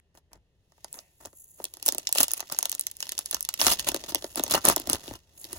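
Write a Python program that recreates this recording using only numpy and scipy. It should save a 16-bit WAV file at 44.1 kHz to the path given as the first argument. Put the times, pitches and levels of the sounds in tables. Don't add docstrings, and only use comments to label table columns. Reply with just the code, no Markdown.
import sys
import numpy as np
from scipy import signal
from scipy.fft import rfft, irfft
from scipy.io import wavfile
from scipy.ndimage import uniform_filter1d

SR = 44100
rng = np.random.default_rng(int(sys.argv[2]) if len(sys.argv) > 2 else 0)


def master(y):
    cut = np.clip(np.atleast_2d(y).T, -1, 1)
    pcm = np.round(cut * 32767)
    wavfile.write(sys.argv[1], SR, pcm.astype(np.int16))


N = 246474
TIME = np.arange(N) / SR

# (frequency [Hz], level [dB])
AIR_SPECTRUM = [(30, 11), (80, -5.5), (200, 1), (400, 4.5), (1000, -8), (3000, -8), (16000, -29)]
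# (frequency [Hz], level [dB])
RUMBLE_SPECTRUM = [(15, -6), (30, -13), (50, 7), (80, 1), (125, -7), (200, -13.5), (500, -67.5)]
# (time [s], level [dB])
TUGS = [(.37, -67), (1.26, -63), (1.97, -67), (2.21, -59), (3.37, -66.5), (3.679, -47), (3.901, -66),
        (4.15, -63), (4.54, -55.5), (4.708, -43), (4.929, -45.5), (5.12, -45.5), (5.58, -59.5)]
# (frequency [Hz], level [dB])
CLOTH_SPECTRUM = [(300, -10), (700, 6), (1300, -9.5), (2500, 8.5), (4200, -30), (7000, -2), (16000, -16)]
# (frequency [Hz], level [dB])
SLIDE_SPECTRUM = [(1200, -17.5), (2500, -35), (4500, -34.5), (6800, 11), (8500, 5.5), (11000, 11),
                  (15500, 7.5)]
# (centre time [s], length [s], level [dB])
SLIDES = [(0.966, 0.08, -41.5), (1.224, 0.27, -58), (1.396, 0.067, -47), (1.537, 0.38, -48),
          (2.813, 0.12, -58), (3.02, 0.047, -38.5), (3.3, 0.18, -51), (4.282, .15, -44), (5.028, .08, -57),
          (5.133, .09, -55), (5.42, 0.1, -39), (5.58, 0.12, -39)]
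# (time [s], crinkle level [dB])
GRIP = [(0, -127), (.66, -80.5), (.86, -62.5), (1.13, -73), (1.5, -75), (1.78, -59), (1.95, -46.5),
        (2.04, -53), (2.37, -46.5), (2.47, -53.5), (2.62, -44.5), (2.97, -57.5), (3.04, -47.5),
        (3.48, -53.5), (3.76, -40), (4.19, -49.5), (4.32, -54.5), (4.42, -44.5), (4.95, -46), (5.26, -69.5),
        (5.52, -50)]
# (frequency [Hz], level [dB])
FLEX_SPECTRUM = [(100, -5), (400, 6.0), (1000, 0.5), (16000, -31)]
RIP_SPECTRUM = [(400, -7.5), (2000, -11.0), (16000, -39)]
# (frequency [Hz], width [Hz], gain [dB])
BODY_COLOUR = [(312, 150, 0.5), (562, 23, -14.5), (630, 70, -4.5), (886, 180, -5), (1320, 300, 0.5),
               (2215, 710, 4)]
# (time [s], pitch [Hz])
POUCH_PITCH = [(.32, 890), (.37, 300), (.8, 970), (1.33, 540), (1.6, 518), (1.88, 693), (1.95, 468),
               (2.1, 825), (2.3, 1100), (3.79, 1097), (3.9, 540), (4.4, 510), (4.6, 740), (4.8, 420),
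               (5.5, 393)]
# (time [s], crack level [dB], tick level [dB], pouch level [dB])
SNAPS = [(0.1741, -32, -31, -36), (0.3318, -23.5, -25.5, -29), (.356, -55, -40, -33.5),
         (0.721, -41, -39.5, -36.5), (0.78, -43, -47, -34), (.8449, -12.5, -15.5, -16.5),
         (0.9284, -10, -34, -38), (.9415, -16, -21, -23), (.989, -30, -14, -25.5), (1.252, -30, -18, -17.5),
         (1.257, -12.5, -18, -19), (1.33, -31, -41, -26.5), (1.6007, -31, -29, -14),
         (1.6415, 1, -13, -16.5), (1.6528, -9, -9.5, -24), (1.7386, -13, -17.5, -30),
         (1.77, -18.5, -25, -27.5), (1.827, -5.5, -11, -25), (1.8624, 7, -9.5, -11),
         (1.8812, 5.5, -5.5, -9), (1.8878, 12, 6.5, -6), (1.9231, 0.5, -8, -10.5), (1.9478, -2.5, -12, -13),
         (1.9823, 3, -8, -16.5), (2.0715, -8, 4, -28), (2.0912, -8, -12, -15), (2.1263, 9.5, -5.5, -23),
         (2.157, -19, -5, -5), (2.1841, 7, 7, -10.5), (2.2045, -5, 1, -6), (2.231, 11.5, -26, -47),
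         (2.282, -2.5, -9, -21), (2.308, -13, -8, -22), (2.3161, 2, -10, -25), (2.3355, 5.5, -8, -16),
         (2.395, -17, -16, -21), (2.4044, -3, -4, -12), (2.427, -44, -30, -15.5), (2.4991, -19, -14, -16.5),
         (2.523, 0, -8.5, -18), (2.5468, -25, -10.5, -19), (2.588, 8.5, -3, -11.5), (2.628, 3, -1, -11),
         (2.6551, 4.5, -0.5, -10.5), (2.6957, 0, -9.5, -31), (2.7171, 2, -8.5, -30), (2.7266, -8, -6, -19),
         (2.7501, -2.5, -13.5, -20), (2.795, 2, -14, -29), (2.8103, 0, -10, -43), (2.8679, 2.5, -4.5, -22),
         (2.9135, -8.5, -26, -45), (2.968, -14, -24, -51), (3.0044, -5, -8.5, -25),
         (3.027, -5.5, -2.5, -16.5), (3.0684, -16, -16, -27), (3.0923, -4, -5, -32), (3.12, -3, -5, -18),
         (3.1795, -5, -2.5, -29), (3.19, 1, -5, -11), (3.259, -3, -8.5, -31), (3.3114, 0.5, -9, -20),
         (3.3281, -14, -6, -19), (3.3454, 2.5, 1, -11.5), (3.3672, -18, -14.5, -15.5),
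         (3.4075, 0, -16, -24), (3.4273, -1, -26, -51), (3.4503, -7, -7.5, -34), (3.4891, 1.5, -1.5, -12.5),
         (3.5399, -2, -4, -19.5), (3.6145, 5.5, 8.5, 0), (3.6666, 8.5, 9.5, 3.5), (3.6818, 0, 5, 2.5),
         (3.7164, 2.5, 2.5, -2.5), (3.7951, 0, -1, -13.5), (3.8879, 8.5, -0.5, -4),
         (3.9175, -7.5, -9.5, -10), (3.9446, 0.5, -3, -0.5), (3.9629, -9.5, -8, -10),
         (4.0388, -17, -10.5, -16), (4.1216, -15.5, -14, -10), (4.1472, 6.5, 1, -4),
         (4.1561, -7.5, -2.5, -9.5), (4.2236, -17, -14, -19.5), (4.243, -10, -9, -5.5),
         (4.3577, 0, -16.5, -14), (4.3751, -9.5, -8, -7), (4.3955, -3.5, -3.5, 2.5), (4.4372, 6, -12, -9.5),
         (4.465, -24.5, -10.5, -14), (4.4792, -10, -13.5, -14.5), (4.51, 3, -10, -8.5), (4.5462, -7, 2, 5),
         (4.6525, 11.5, -7, 0.5), (4.6761, -16.5, -4, -8), (4.6864, 18, 3, 3), (4.6992, 4, -10, 3.5),
         (4.7624, 7, -5, -6.5), (4.7672, -28.5, -18, -1.5), (4.779, -9.5, -7.5, -19),
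         (4.7987, -5.5, -13.5, -13), (4.8722, -4.5, -12.5, -6.5), (4.8982, 6.5, -4.5, -4),
         (4.9314, 6.5, 3, -5.5), (5.0792, -16.5, -11.5, -12), (5.1103, -29.5, -24, -10.5),
         (5.1553, -26.5, -19, -30), (5.4428, -12, -12.5, -35.5), (5.451, -15, -19, -27),
         (5.5299, -3.5, -15.5, -14)]
# (start [s], length [s], film level [dB], pouch level [dB])
RIPS = [(0.146, 0.041, -70, -60), (0.313, .06, -84, -64.5), (0.942, 0.05, -68, -55),
        (1.204, 0.072, -63.5, -56.5), (1.581, 0.086, -65, -60.5), (1.857, 0.035, -39, -52),
        (2.147, 0.071, -37.5, -48), (2.176, 0.063, -33, -40.5), (2.369, 0.0084, -41, -46),
        (2.516, 0.018, -44, -42), (3.327, 0.021, -48, -43.5), (3.593, 0.06, -33, -37),
        (3.655, 0.081, -29.5, -35), (3.795, 0.01, -40.5, -58), (3.868, 0.026, -33.5, -32.5),
        (4.083, 0.022, -42, -44.5), (4.371, 0.014, -38.5, -37), (4.5, 0.052, -31.5, -37),
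        (4.538, 0.041, -42, -29), (4.644, .081, -32, -28.5), (4.892, 0.065, -41, -37.5),
        (5.034, 0.13, -54.5, -54.5), (5.506, 0.072, -58.5, -53)]
# (frequency [Hz], likeness [0-1], left minus right [dB], phase lead of right [rad])
MIC_PORTS = [(60, 1, 1, -0.5), (130, 1, 1.5, -0.5), (280, 1, 0.7, -0.5), (655, 0.89, 1, 0.64),
             (1160, 0.83, 4.5, 1.15), (1620, 0.3, 0, 0.57), (2303, 0.63, 0.5, -3), (2682, 1, 3.5, -1),
             (3520, 0, -2, -3.5), (5140, 0, -5, -2), (6100, 0, -3.5, -0.35), (6840, 1, -2, 1.5),
             (8590, 0.96, 2, 3), (9740, 1, -3, 4.5), (11200, 0.9, 4.5, 6), (11850, 0.6, -2, 8),
             (14700, 0.98, 0, 11)]
# (frequency [Hz], gain [dB])
MIC_EQ = [(60, -3), (140, 3.5), (300, -0.5), (600, 0), (950, -0.5), (1250, -5), (1550, -4.5), (1900, 1),
          (2300, -4.5), (2900, 0), (5200, -2), (6500, 0.5), (8500, 2), (12000, -0.5), (15500, -2)]

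TICK_HZ, CRACK_HZ, CUTOFF_HZ = 1930, 6700, 16000
OPENS_S, OPENING_S = 3.39, 0.43


def from_db(db):
    return 10 ** (np.asarray(db) / 20)


def rms_one(x):
    return x / np.sqrt(np.mean(x ** 2) + 1e-20)


def energy_one(x):
    return x / np.sqrt(np.sum(x ** 2) / len(x) + 1e-20)


def steady(x, window_s=0.044):
    power = uniform_filter1d(np.mean(x ** 2, axis=0), int(window_s * SR))
    return x / np.sqrt(np.maximum(power, 0) + 1e-12)


def in_time(rows):
    return np.interp(TIME, *np.transpose(rows))


def in_frequency(rows):
    hz, *columns = np.transpose(rows)
    bins = np.maximum(np.fft.rfftfreq(N, 1 / SR), 1)
    return [np.interp(np.log(bins), np.log(hz), c) for c in columns]


def noise(spectrum):
    return rms_one(irfft(rfft(rng.standard_normal((2, N))) * from_db(in_frequency(spectrum)[0]), N))


def band(x, low_hz, high_hz, order=3):
    return signal.sosfilt(signal.butter(order, [low_hz, high_hz], "band", fs=SR, output="sos"), x)


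def resonate(x, hz, width_hz):
    r = np.exp(-np.pi * width_hz / SR)
    poles = [1, -2 * r * np.cos(2 * np.pi * hz / SR), r * r]
    return signal.lfilter(np.array([1, 0, -1]) * (1 - r * r) / 2, poles, x)


def swell(s, length_s):
    return np.exp(-np.minimum((2 * (TIME - s) / length_s) ** 2, 20))


def opened(s):
    return np.clip((s - OPENS_S) / OPENING_S, 0, 1)


def room_tone(level_db):
    return from_db(level_db) * noise(AIR_SPECTRUM)


def reflections(x, predelay_s, t60_s, top_hz):
    t = np.arange(int((predelay_s + t60_s) * SR)) / SR
    tail = rng.standard_normal((2, len(t))) * from_db(-60 * t / t60_s) * (t > predelay_s)
    return signal.fftconvolve(x, band(energy_one(tail), 80, top_hz, order=2), axes=1)[:, :N]


def hand_rumble(rest_db, grip_db, open_db, tug_db, tug_s):
    handling = from_db(in_time(GRIP) + grip_db + open_db * opened(TIME))
    thumps = sum(from_db(db + tug_db) * swell(s, tug_s) for s, db in TUGS)
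    return (from_db(rest_db) + handling + thumps) * noise(RUMBLE_SPECTRUM)


def mat_drag(centre_s, length_s, level_db):
    return from_db(level_db) * swell(centre_s, length_s) * noise(CLOTH_SPECTRUM)


def crack(push):
    return band(push, CRACK_HZ, CUTOFF_HZ)


def tick(push):
    return band(push, TICK_HZ, CRACK_HZ)


def pouch(push):
    drum = band(push, low_hz=180, high_hz=1475, order=2)
    return drum + sum(from_db(db) * resonate(drum, hz, width) for hz, width, db in BODY_COLOUR)


def fractures(per_s, spread_db, grain_s):
    sizes = from_db(spread_db * np.minimum(rng.exponential(1, N), 3)) * (rng.random(N) < per_s / SR)
    power = signal.lfilter([1], [1, -np.exp(-2 / (grain_s * SR))], sizes ** 2 + 1e-12)
    return rms_one(np.sqrt(power) * rng.standard_normal((2, N)))


def fingers(slide_db, rub_db, rub_s, crinkle_db, sealed_bright_db, flex_db, taut_db_per_octave):
    grip_db, pitch = in_time(GRIP), in_time(POUCH_PITCH)
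    catching = rms_one(uniform_filter1d(rng.standard_normal(N), int(rub_s * SR)))
    crackle = fractures(per_s=250, spread_db=6.0, grain_s=0.003) + 0.17 * rng.standard_normal((2, N))
    rustle = 0.45 * rng.standard_normal((2, N)) + 0.2 * crackle
    firmness = np.clip((grip_db + 72) / 20, 0, 1)
    push = firmness * crackle + (1 - firmness) * rustle
    sliding = from_db(grip_db - 15) + sum(from_db(db) * swell(s, length) for s, length, db in SLIDES)
    hiss = from_db(slide_db + rub_db * catching) * sliding * noise(SLIDE_SPECTRUM)
    sparkle = from_db(-7 + sealed_bright_db * (1 - opened(TIME))) * crack(push)
    crinkles = from_db(grip_db + crinkle_db) * steady(tick(push) + sparkle, window_s=0.065)
    taut_db = taut_db_per_octave * np.log2(pitch / pitch.min())
    body = steady(pouch(push + 0.43 * noise(FLEX_SPECTRUM)))
    return hiss + crinkles + from_db(grip_db + taut_db + flex_db) * body


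def pulls(attack_s, release_s):
    effort = np.zeros((2, N))
    for start, length, *levels_db in RIPS:
        attack = np.clip((TIME - start) / attack_s + .5, 0, 1)
        release = np.exp(-np.clip((TIME - start - length) / release_s, 0, 20))
        effort += from_db(levels_db)[:, None] * attack * release
    return effort


def stick_slip(per_s, decay_s, depth):
    slips = from_db(4 * np.minimum(rng.exponential(1, N), 2.5)) * (rng.random(N) < per_s / SR)
    jerks = signal.lfilter([1], [1, -np.exp(-1 / (decay_s * SR))], slips + 1e-12)
    return 1 - depth + depth * rms_one(jerks)


def facets(low_hz, high_hz, per_s, width, count=6):
    return sum(resonate(fractures(per_s / count, spread_db=3, grain_s=.0005), hz, width * hz)
               for hz in np.geomspace(low_hz, high_hz, count))


def strain(push, effort, full_pull_db=-25, trim_db=-3):
    tightness = np.clip(effort / from_db(full_pull_db), 0, 1) ** .5
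    return from_db(trim_db) * tightness * steady(resonate(pouch(push), hz=1190, width_hz=220))


def rips(crack_db, tick_db, pouch_db, sealed_bright_db):
    film_effort, pouch_effort = pulls(attack_s=0.009, release_s=0.0058)
    bright = from_db(sealed_bright_db * (1.5 - opened(TIME)))
    push = fractures(per_s=850, spread_db=4.0, grain_s=0.0017)
    jerks = stick_slip(per_s=170, decay_s=.002, depth=.45)
    cracks = from_db(crack_db) * steady(crack(jerks * push))
    ringing = facets(low_hz=2385, high_hz=6130, per_s=1700, width=0.07)
    ticks = from_db(tick_db) * steady(tick(jerks * (0.49 * push + ringing)))
    drumming = from_db(pouch_db) * steady(pouch(push + 0.11 * noise(RIP_SPECTRUM)))
    body = jerks * (drumming + strain(push, pouch_effort))
    return film_effort * (bright * cracks + ticks / bright) + pouch_effort * body


def flip(t, rise_s, flutter_db, flutter_s):
    u = t / rise_s
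    flutter = from_db(flutter_db) * np.exp(-t / flutter_s) * (1 - np.exp(-u)) ** 2
    return (u * np.exp(1 - u)) ** 2 + flutter


def glance(x, share, longest_s):
    lag = 4 + int(rng.random() * longest_s * SR)
    return x + share * np.pad(x, ((0, 0), (lag, 0)))[:, :-lag]


def bending_wave(t, hz, arrive_s, spread_s):
    glide = hz * (arrive_s + spread_s) / (t + spread_s)
    cycles = np.cumsum(glide) / SR + rng.random((2, 1))
    return np.sin(2 * np.pi * cycles) * t / arrive_s * np.exp(-t / arrive_s)


def snaps(crack_db, tick_db, pouch_db, pop_db, sealed_tick_hz, open_tick_hz, pitch_spread):
    out, t = np.zeros((2, N)), np.arange(2048) / SR
    crack_shape = flip(t, rise_s=.0005, flutter_db=-18, flutter_s=.0035)
    tick_shape = flip(t, rise_s=.00065, flutter_db=-11, flutter_s=.0045)
    pouch_shape = flip(t, rise_s=.0016, flutter_db=-15, flutter_s=.0097)
    for s, crack_level, tick_level, pouch_level in SNAPS:
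        detune = np.exp(pitch_spread * rng.standard_normal(2))
        tick_hz = detune[0] * (sealed_tick_hz + (open_tick_hz - sealed_tick_hz) * opened(s))
        pouch_hz = detune[1] * np.interp(s, *np.transpose(POUCH_PITCH))
        push = rng.standard_normal((3, 2, len(t)))
        sharp = crack(glance(push[0] * crack_shape, share=0.85, longest_s=0.00068))
        bite = tick(glance(push[1] * tick_shape, share=0.24, longest_s=0.0015))
        facet = resonate(bite, tick_hz, width_hz=0.81 * tick_hz)
        knock = energy_one(resonate(push[2] * pouch_shape, pouch_hz, width_hz=0.97 * pouch_hz))
        slack = 692 / pouch_hz
        pop = bending_wave(t, pouch_hz, arrive_s=0.00191 * slack, spread_s=0.0027 * slack)
        hollow = pouch(knock + from_db(pop_db) * slack * energy_one(pop))
        snap = (from_db(crack_level + crack_db) * energy_one(sharp)
                + from_db(tick_level + tick_db) * energy_one(facet)
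                + from_db(pouch_level + pouch_db) * energy_one(hollow))
        at = round((s - .0004) * SR)
        out[:, at:at + len(t)] += snap[:, :N - at]
    return out


def stereo_image(x):
    likeness, balance_db, phase = in_frequency(MIC_PORTS)
    shared, apart = rfft(x) * np.sqrt([(1 + likeness) / 2, (1 - likeness) / 2])
    left = (shared + apart) * from_db(balance_db / 2) * np.exp(-1j * phase / 2)
    right = (shared - apart) * from_db(-balance_db / 2) * np.exp(1j * phase / 2)
    return irfft(np.array([left, right]), N)


def scene():
    foil = snaps(crack_db=-2.5, tick_db=-1.58, pouch_db=-0.5, pop_db=-5.5,
                 sealed_tick_hz=5480, open_tick_hz=4070, pitch_spread=0.054)
    foil += rips(crack_db=3.5, tick_db=5.0, pouch_db=1.75, sealed_bright_db=2.5)
    foil += fingers(slide_db=-8.5, rub_db=3.5, rub_s=0.0052, crinkle_db=-0.5, sealed_bright_db=2.5,
                    flex_db=-4.5, taut_db_per_octave=-5)
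    foil += mat_drag(centre_s=0.98, length_s=0.24, level_db=-64.5)
    room = from_db(-11.5) * reflections(foil, predelay_s=0.0015, t60_s=0.11, top_hz=7400)
    rumble = hand_rumble(rest_db=-68, grip_db=-27.5, open_db=15, tug_db=2, tug_s=0.071)
    return stereo_image(foil + room + rumble + room_tone(level_db=-75.5))


def record(dry):
    coloured = irfft(rfft(dry) * from_db(in_frequency(MIC_EQ)[0]), N)
    high_cut = signal.ellip(10, .2, 85, CUTOFF_HZ, fs=SR, output="sos")
    return signal.sosfilt(high_cut, np.clip(coloured, -1, 1))


dry = scene()
out = record(dry)
master(out)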